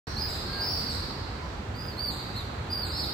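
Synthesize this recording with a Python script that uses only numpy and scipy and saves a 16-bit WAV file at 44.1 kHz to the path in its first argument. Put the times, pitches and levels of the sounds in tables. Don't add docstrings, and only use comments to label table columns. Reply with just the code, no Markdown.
import sys
import numpy as np
from scipy import signal
from scipy.fft import rfft, irfft
from scipy.io import wavfile
from scipy.ndimage import uniform_filter1d, map_coordinates

SR = 44100
rng = np.random.default_rng(int(sys.argv[2]) if len(sys.argv) > 2 else 0)


def elevation(decibels):
    levels = np.asarray(decibels, float)
    return 10 ** (levels / 20)


def master(y):
    cut = np.clip(np.atleast_2d(y).T, -1, 1)
    pcm = np.round(cut * 32767)
    wavfile.write(sys.argv[1], SR, pcm.astype(np.int16))


N = 138033


def evened(x):
    return x / np.sqrt(np.mean(x ** 2) + 1e-20)


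def read(points, hz):
    f, value = np.transpose(points)
    return np.interp(np.log(hz + 1), np.log(f + 1), value)


def add(mix, s, sound):
    at = round(s * SR)
    sound = sound[max(-at, 0):]
    part = mix[max(at, 0):][:len(sound)]
    part += sound[:len(part)]


def wander(size, s):
    k = max(round(s * SR), 2)
    noise = rng.standard_normal(size)
    return evened(uniform_filter1d(uniform_filter1d(noise, k), k))


def coloured(x, table_db):
    gain = elevation(table_db(np.fft.rfftfreq(x.shape[-1], 1 / SR)))
    return irfft(rfft(x) * gain, x.shape[-1])


def ramps(t, length, attack_s, release_s):
    return np.clip(np.minimum(t / attack_s, (length - t) / release_s), 0, 1)


def wash(table, db, patchy_db, curve):
    # pitch_hz, likeness (share)
    likeness = [(40, 0.982), (180, 0.96), (350, 0.874), (700, 0.202), (1500, 0)]
    frames, hz = N // 512 + 5, np.fft.rfftfreq(2048, 1 / SR)
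    a, b, c, d, patches = rng.standard_normal((frames, 1025, 5)).T
    patches = evened(uniform_filter1d(uniform_filter1d(patches, 14, 0), 6, 1))
    same = np.clip(read(likeness, hz), 0, 1)[:, None]
    left = a + 1j * b
    right = same * left + np.sqrt(1 - same ** 2) * (c + 1j * d)
    frame_s = np.arange(frames) * 512 / SR
    level_db = read(table, hz)[:, None] + patchy_db * patches + curve(hz[:, None], frame_s)
    z = np.array([left, right]) * elevation(level_db)
    return elevation(db) * evened(signal.istft(z, nperseg=2048, noverlap=1536)[1][:, :N])


def city():
    # pitch_hz, level_db (per Hz)
    far_streets = [(88, -38), (150, -3.5), (177, -16), (361, -9), (439, -11), (681, -13.5), (785, -11),
                   (3300, -25.5), (4290, -29), (7260, -120)]
    # pitch_hz, level_db (per Hz)
    hiss = [(2500, -69.5), (3300, 1.5), (6000, -1), (8200, -3), (8900, -17), (12000, -14.5), (15800, -21)]
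    # time_s, level_db
    swell = [(0, 0.5), (.6, 2), (1.0, 1.5), (1.7, -0.5), (2.3, .5), (3.13, 1)]
    traffic = lambda hz, t: np.interp(t, *np.transpose(swell)) + 0 * hz
    return wash(far_streets, -39.5, 0.764, traffic) + wash(hiss, -56.5, 0.524, traffic)


def rumble():
    # pitch_hz, level_db (per Hz)
    engines = [(18, -42.5), (30, -27.5), (48, 1), (78, 6), (135, -2.5), (166, -20), (194, -3.5),
               (220, -6.5), (290, -13), (480, -120)]
    # time_s, level_db
    lorry = [
        (0, 6),
        (1.0, -4),
        (1.6, -48),
        (3.13, -25.5),
    ]
    leaving = lambda hz, t: np.interp(t, *np.transpose(lorry)) * (hz < 62)
    return wash(engines, -37.5, 0.94, leaving)


def squeaks():
    # start_s, length_s, pitch_hz, level_db
    tones = [
        (0.086, 0.185, 1723, -50.5),
        (0.46, 0.253, 1613, -48),
        (0.546, 0.32, 690.5, -48),
        (1.358, 0.133, 1020, -45),
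    ]
    out = np.zeros(N)
    for start, length, hz, db in tones:
        t = np.arange(0, length, 1 / SR)
        pitch = hz * (1 - 0.01267 * t / length + 0.0086 * wander(len(t), 0.0497))
        level = elevation(db + 5.97 * wander(len(t), 0.051)) * np.sin(np.pi * t / length)
        add(out, start, level * np.sin(2 * np.pi * np.cumsum(pitch) / SR))
    return out * elevation([[1.5], [-1.5]])


def syrinx(hz, partials_db, warble, jitter, flutter_db, jitter_s=0.001572):
    n = len(hz)
    warble_per_s = 370 * (1 + .1 * wander(n, .01))
    beat = np.sin(2 * np.pi * np.cumsum(warble_per_s) / SR)
    pitch = hz * (1 + warble * beat + jitter * wander(n, jitter_s) + .003 * wander(n, .012))
    turn = 2 * np.pi * np.cumsum(pitch) / SR
    voice = np.zeros(n)
    for k, db in enumerate(partials_db):
        voice += elevation(db + flutter_db * wander(n, 0.00384)) * np.sin((k + 1) * turn)
    return np.sqrt(2) * voice


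def far_scream(start, length, top_hz, db, rise):
    far_partials = (-2, -22, -28)
    t = np.arange(0, length, 1 / SR)
    low = np.clip(1 - t / rise, 0, 1) ** 1.6
    fall = np.clip((t / length - 1) / 0.64 + 1, 0, 1) ** 2
    hz = top_hz * (1 - 0.1 * low - 0.11 * fall - 0.055 * t / length)
    shape = np.sin(np.pi * t / length) ** .6 * elevation(db - 3 * low)
    return start, shape * syrinx(hz, far_partials, warble=.05, jitter=.04, flutter_db=3.0)


def rasp(start, length, hz, db):
    rasp_partials = (5.5, -5, -12.5)
    t = np.arange(0, length, 1 / SR)
    shape = ramps(t, length, 0.00303, 0.0154) * elevation(db - 3.76 * t / length)
    falling = hz * (1.03 - .08 * t / length)
    return start, shape * syrinx(falling, rasp_partials, warble=.02, jitter=.068, flutter_db=2.0, jitter_s=.0006)


def scream(arch, hoarse, overtones_db):
    near_partials = (0, -24, -21)
    s, hz, db = np.transpose(arch)
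    length = s[-1] - s[0]
    t = np.arange(s[0], s[-1], 1 / SR)
    fray = 1 + 2 * ((t - s[0]) / length) ** 2
    hz = uniform_filter1d(np.interp(t, s, hz), round(0.014 * SR), mode="nearest")
    shape = ramps(t - s[0], length, .005, .015) * elevation(np.interp(t, s, db))
    partials_db = near_partials + overtones_db * np.array([0, 1, 1])
    warble, jitter = .008 * fray, .004 * fray * hoarse ** 2
    return s[0], shape * syrinx(hz, partials_db, warble, jitter, flutter_db=3.0)


def street(x, gap_s):
    # pitch_hz, t60_s
    decay = [(3500, 2.66), (5500, 1.475), (8000, 0.74), (13000, 0.82)]
    out, turn = np.zeros((2, N)), np.arange(N) / SR * 3 * np.pi
    for k in range(3):
        late = np.clip(np.arange(2 * SR) / SR / gap_s - .5, 0, 1)
        taps = rng.standard_normal((2, 2 * SR)) * late
        hz, t, z = signal.stft(taps, SR, nperseg=256)
        slope = -60 * t / read(decay, hz)[:, None]
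        fading = elevation(slope) + 0.84 * elevation(3.44 * slope)
        tail = signal.istft(z * fading, SR, nperseg=256)[1]
        doppler = np.cumsum(.015 * wander(N, .015))
        moved = map_coordinates(x, [np.arange(N) + doppler], order=5)
        facing = moved * np.cos(turn + k * np.pi / 3)
        out += signal.fftconvolve(facing[None], tail / np.linalg.norm(tail[0]), axes=1)[:, :N]
    return out * np.sqrt(2 / 3)


def swifts():
    # time_s, pitch_hz, level_db
    first_flock = [
        [(.42, 4124, -51), (.47, 4303, -47.5), (.52, 4412, -49), (.575, 4517, -53)],
        [(.162, 4000, -37), (.19, 4717, -33.5), (.215, 5022, -31.5), (.24, 4977, -32.5), (.265, 4828, -39),
         (.29, 5015, -42), (.32, 4650, -51)],
        [(.575, 4380, -43), (.61, 4688, -33.5), (.665, 4823, -37.5), (.72, 4616, -36), (.8, 4466, -41)],
        [(.605, 4730, -33.5), (.635, 5144, -30.5), (.655, 5269, -31), (.7, 5113, -34.5), (.75, 4812, -36),
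         (.79, 4706, -44)],
        [(.67, 5150, -42.5), (.7, 5484, -38), (.76, 5347, -43.5), (.82, 5320, -46)],
        [(.865, 4500, -35.5), (.885, 4700, -34), (.925, 4240, -45.5)],
    ]
    # time_s, pitch_hz, level_db
    second_flock = [
        [(1.74, 4400, -53.5), (1.765, 4765, -44.5), (1.83, 4930, -40.5), (1.88, 4880, -39.5),
         (1.95, 4240, -49.5)],
        [(1.965, 4194, -44.5), (1.982, 4214, -36.5), (2.0, 4650, -34.5), (2.03, 4680, -32.5),
         (2.065, 4639, -26.5), (2.095, 4451, -30.5), (2.105, 4540, -40.5), (2.135, 4468, -42.5)],
        [(2.34, 3842, -43), (2.358, 4050, -37), (2.372, 4300, -36), (2.39, 4020, -37), (2.43, 3509, -39.5)],
        [(2.692, 4350, -53.5), (2.708, 4860, -34.5), (2.73, 4900, -29), (2.748, 4760, -31.5), (2.76, 4670, -27),
         (2.77, 4720, -33), (2.785, 4790, -27), (2.798, 4740, -33.5), (2.81, 4729, -32), (2.85, 4265, -32)],
        [(2.9, 4540, -31.5), (2.935, 5091, -39.5), (2.965, 5281, -38), (3.02, 4920, -32.5)],
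        [(2.935, 4000, -35), (2.965, 4356, -39), (2.995, 4667, -33), (3.025, 4440, -35.5), (3.045, 4042, -32.5),
         (3.065, 4021, -35)],
    ]
    # hoarseness (factor), overtones_db, left_right_db
    voices = [(1.566, 2, 12.5), (1.38, 3, 1.5), (1.14, 1.5, 6.5), (1.178, 2.5, 5.5), (1.4, 6, 14.5),
              (1.04, -3, -2), (1.04, 5, 1), (0.96, 2.5, 0.5), (2.4, 3.5, 2.5), (.9, 3, 3), (1.07, -13.5, 9),
              (2.5, 3, -0.5)]
    # start_s, length_s, top_pitch_hz, level_db, rise_s
    far_calls = [(-.05, 0.25, 5689, -48.5, .02), (-.05, 0.32, 4464, -48, .02),
                 (0.41, 0.1686, 4623, -39, .12), (.66, .16, 5100, -43.5, 0.02905),
                 (0.781, .12, 5276, -49.5, 0.0288), (0.98, 0.089, 4640, -50.5, 0.027),
                 (1.348, .15, 5834, -59, 0.086), (2.182, 0.069, 4842, -51.5, 0.0373),
                 (2.95, 0.14, 5250, -46.5, 0.041), (3.055, 0.096, 4872, -51, 0.0267),
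                 (3.021, 0.105, 5620, -50.5, .04), (0.709, 0.33, 5620, -56.5, 0.046)]
    rasp_starts = [.04, .282, .76, .895, 1.0, 2.105, 2.16, 2.36, 2.845, 2.97, 3.04]
    # length_s, pitch_hz, level_db
    rasps = [(0.056, 4100, -49.5), (0.11, 3950, -42.5), (0.09, 4200, -46), (0.075, 4050, -43),
             (0.0574, 4700, -54), (0.0582, 3900, -43.5), (.09, 3900, -54.5), (0.04, 3800, -51.5),
             (0.057, 3950, -41.5), (0.058, 4050, -44), (0.048, 3400, -54.5)]
    # pitch_hz, echo_over_direct_db
    scatter = [(6500, 0), (8500, 4), (13000, 7)]
    # pitch_hz, level_db
    air = [(3000, -11.5), (3700, -3.5), (4400, 2), (5400, -0.5), (6200, 3.5), (8000, 0.5), (11000, -0.5),
           (15000, 4.5)]
    deep, near, harsh, far, left, right = np.zeros((6, N))
    for k, (arch, (hoarse, overtones_db, pan_db)) in enumerate(zip(first_flock + second_flock, voices)):
        s, call = scream(arch, hoarse, overtones_db)
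        add(near if 6 <= k < 10 else deep, s, call)
        add(left, s, elevation(pan_db / 2) * call)
        add(right, s, elevation(-pan_db / 2) * call)
    for start, row in zip(rasp_starts, rasps):
        add(harsh, *rasp(start, *row))
    for row in far_calls:
        add(far, *far_scream(*row))
    rough = elevation(-3) * harsh + elevation(-14) * far
    direct = deep + near + rough
    left_port = 0.492 * left + rough + .3 * np.roll(direct, 410)
    right_port = 0.664 * np.roll(right, 1) + 0.546 * rough + .3 * np.roll(direct, 690)
    sent = elevation(2.5) * deep + elevation(-5) * near + elevation(6) * harsh + elevation(9) * far
    tail = street(sent, gap_s=.025)
    half_db = lambda hz: read(scatter, hz) / 2
    pair = coloured(np.array([left_port, right_port]), lambda hz: -half_db(hz))
    heard = pair + elevation(-8) * coloured(tail, half_db)
    return coloured(heard, lambda hz: read(air, hz))


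def scene():
    return city() + rumble() + squeaks() + swifts()


def masked_treble(x):
    # pitch_hz, depth_db
    mask = [(5200, 29), (5900, 30), (6600, 36), (7300, 48), (9000, 56), (10800, 41), (12500, 44),
            (13600, 66), (15200, 50)]
    hz, t, z = signal.stft(x, SR, "cosine", nperseg=2048)
    power = (abs(z[:, :1024]) ** 2).mean(0).reshape(64, 16, -1).sum(1)
    band_hz = hz[:1024:16, None]
    loudest = (power * (band_hz > 3500)).max(0)
    loudest = signal.lfilter([.4], [1, -.6], loudest)
    depth_db = read(mask, band_hz) - 8 * (t > 2.73) + 2 * rng.standard_normal(power.shape)
    weak = (power * elevation(2 * depth_db) < loudest) & (band_hz > 5100)
    keep = np.vstack([np.repeat(~weak, 16, 0), ~weak[:1]])
    return signal.istft(z * keep, SR, "cosine", nperseg=2048)[1][:, :N]


def top_cut(x):
    return signal.sosfilt(signal.butter(12, 15890, fs=SR, output="sos"), x)


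def record(dry):
    # pitch_hz, left_right_db
    balance = [(60, -1), (130, -.5), (290, -3.5), (640, 1), (1410, -10.5), (3100, -1.5), (4600, -3.5),
               (6820, -0.5), (15000, 6)]
    half = np.array([[.5], [-.5]])
    ports = coloured(dry, lambda hz: half * read(balance, hz) - 90 * (hz > 15790))
    opening = np.clip((np.arange(N) / SR - .069) / 0.00227, 0, 1)
    return top_cut(masked_treble(ports) * opening)


dry = scene()
out = record(dry)
master(out)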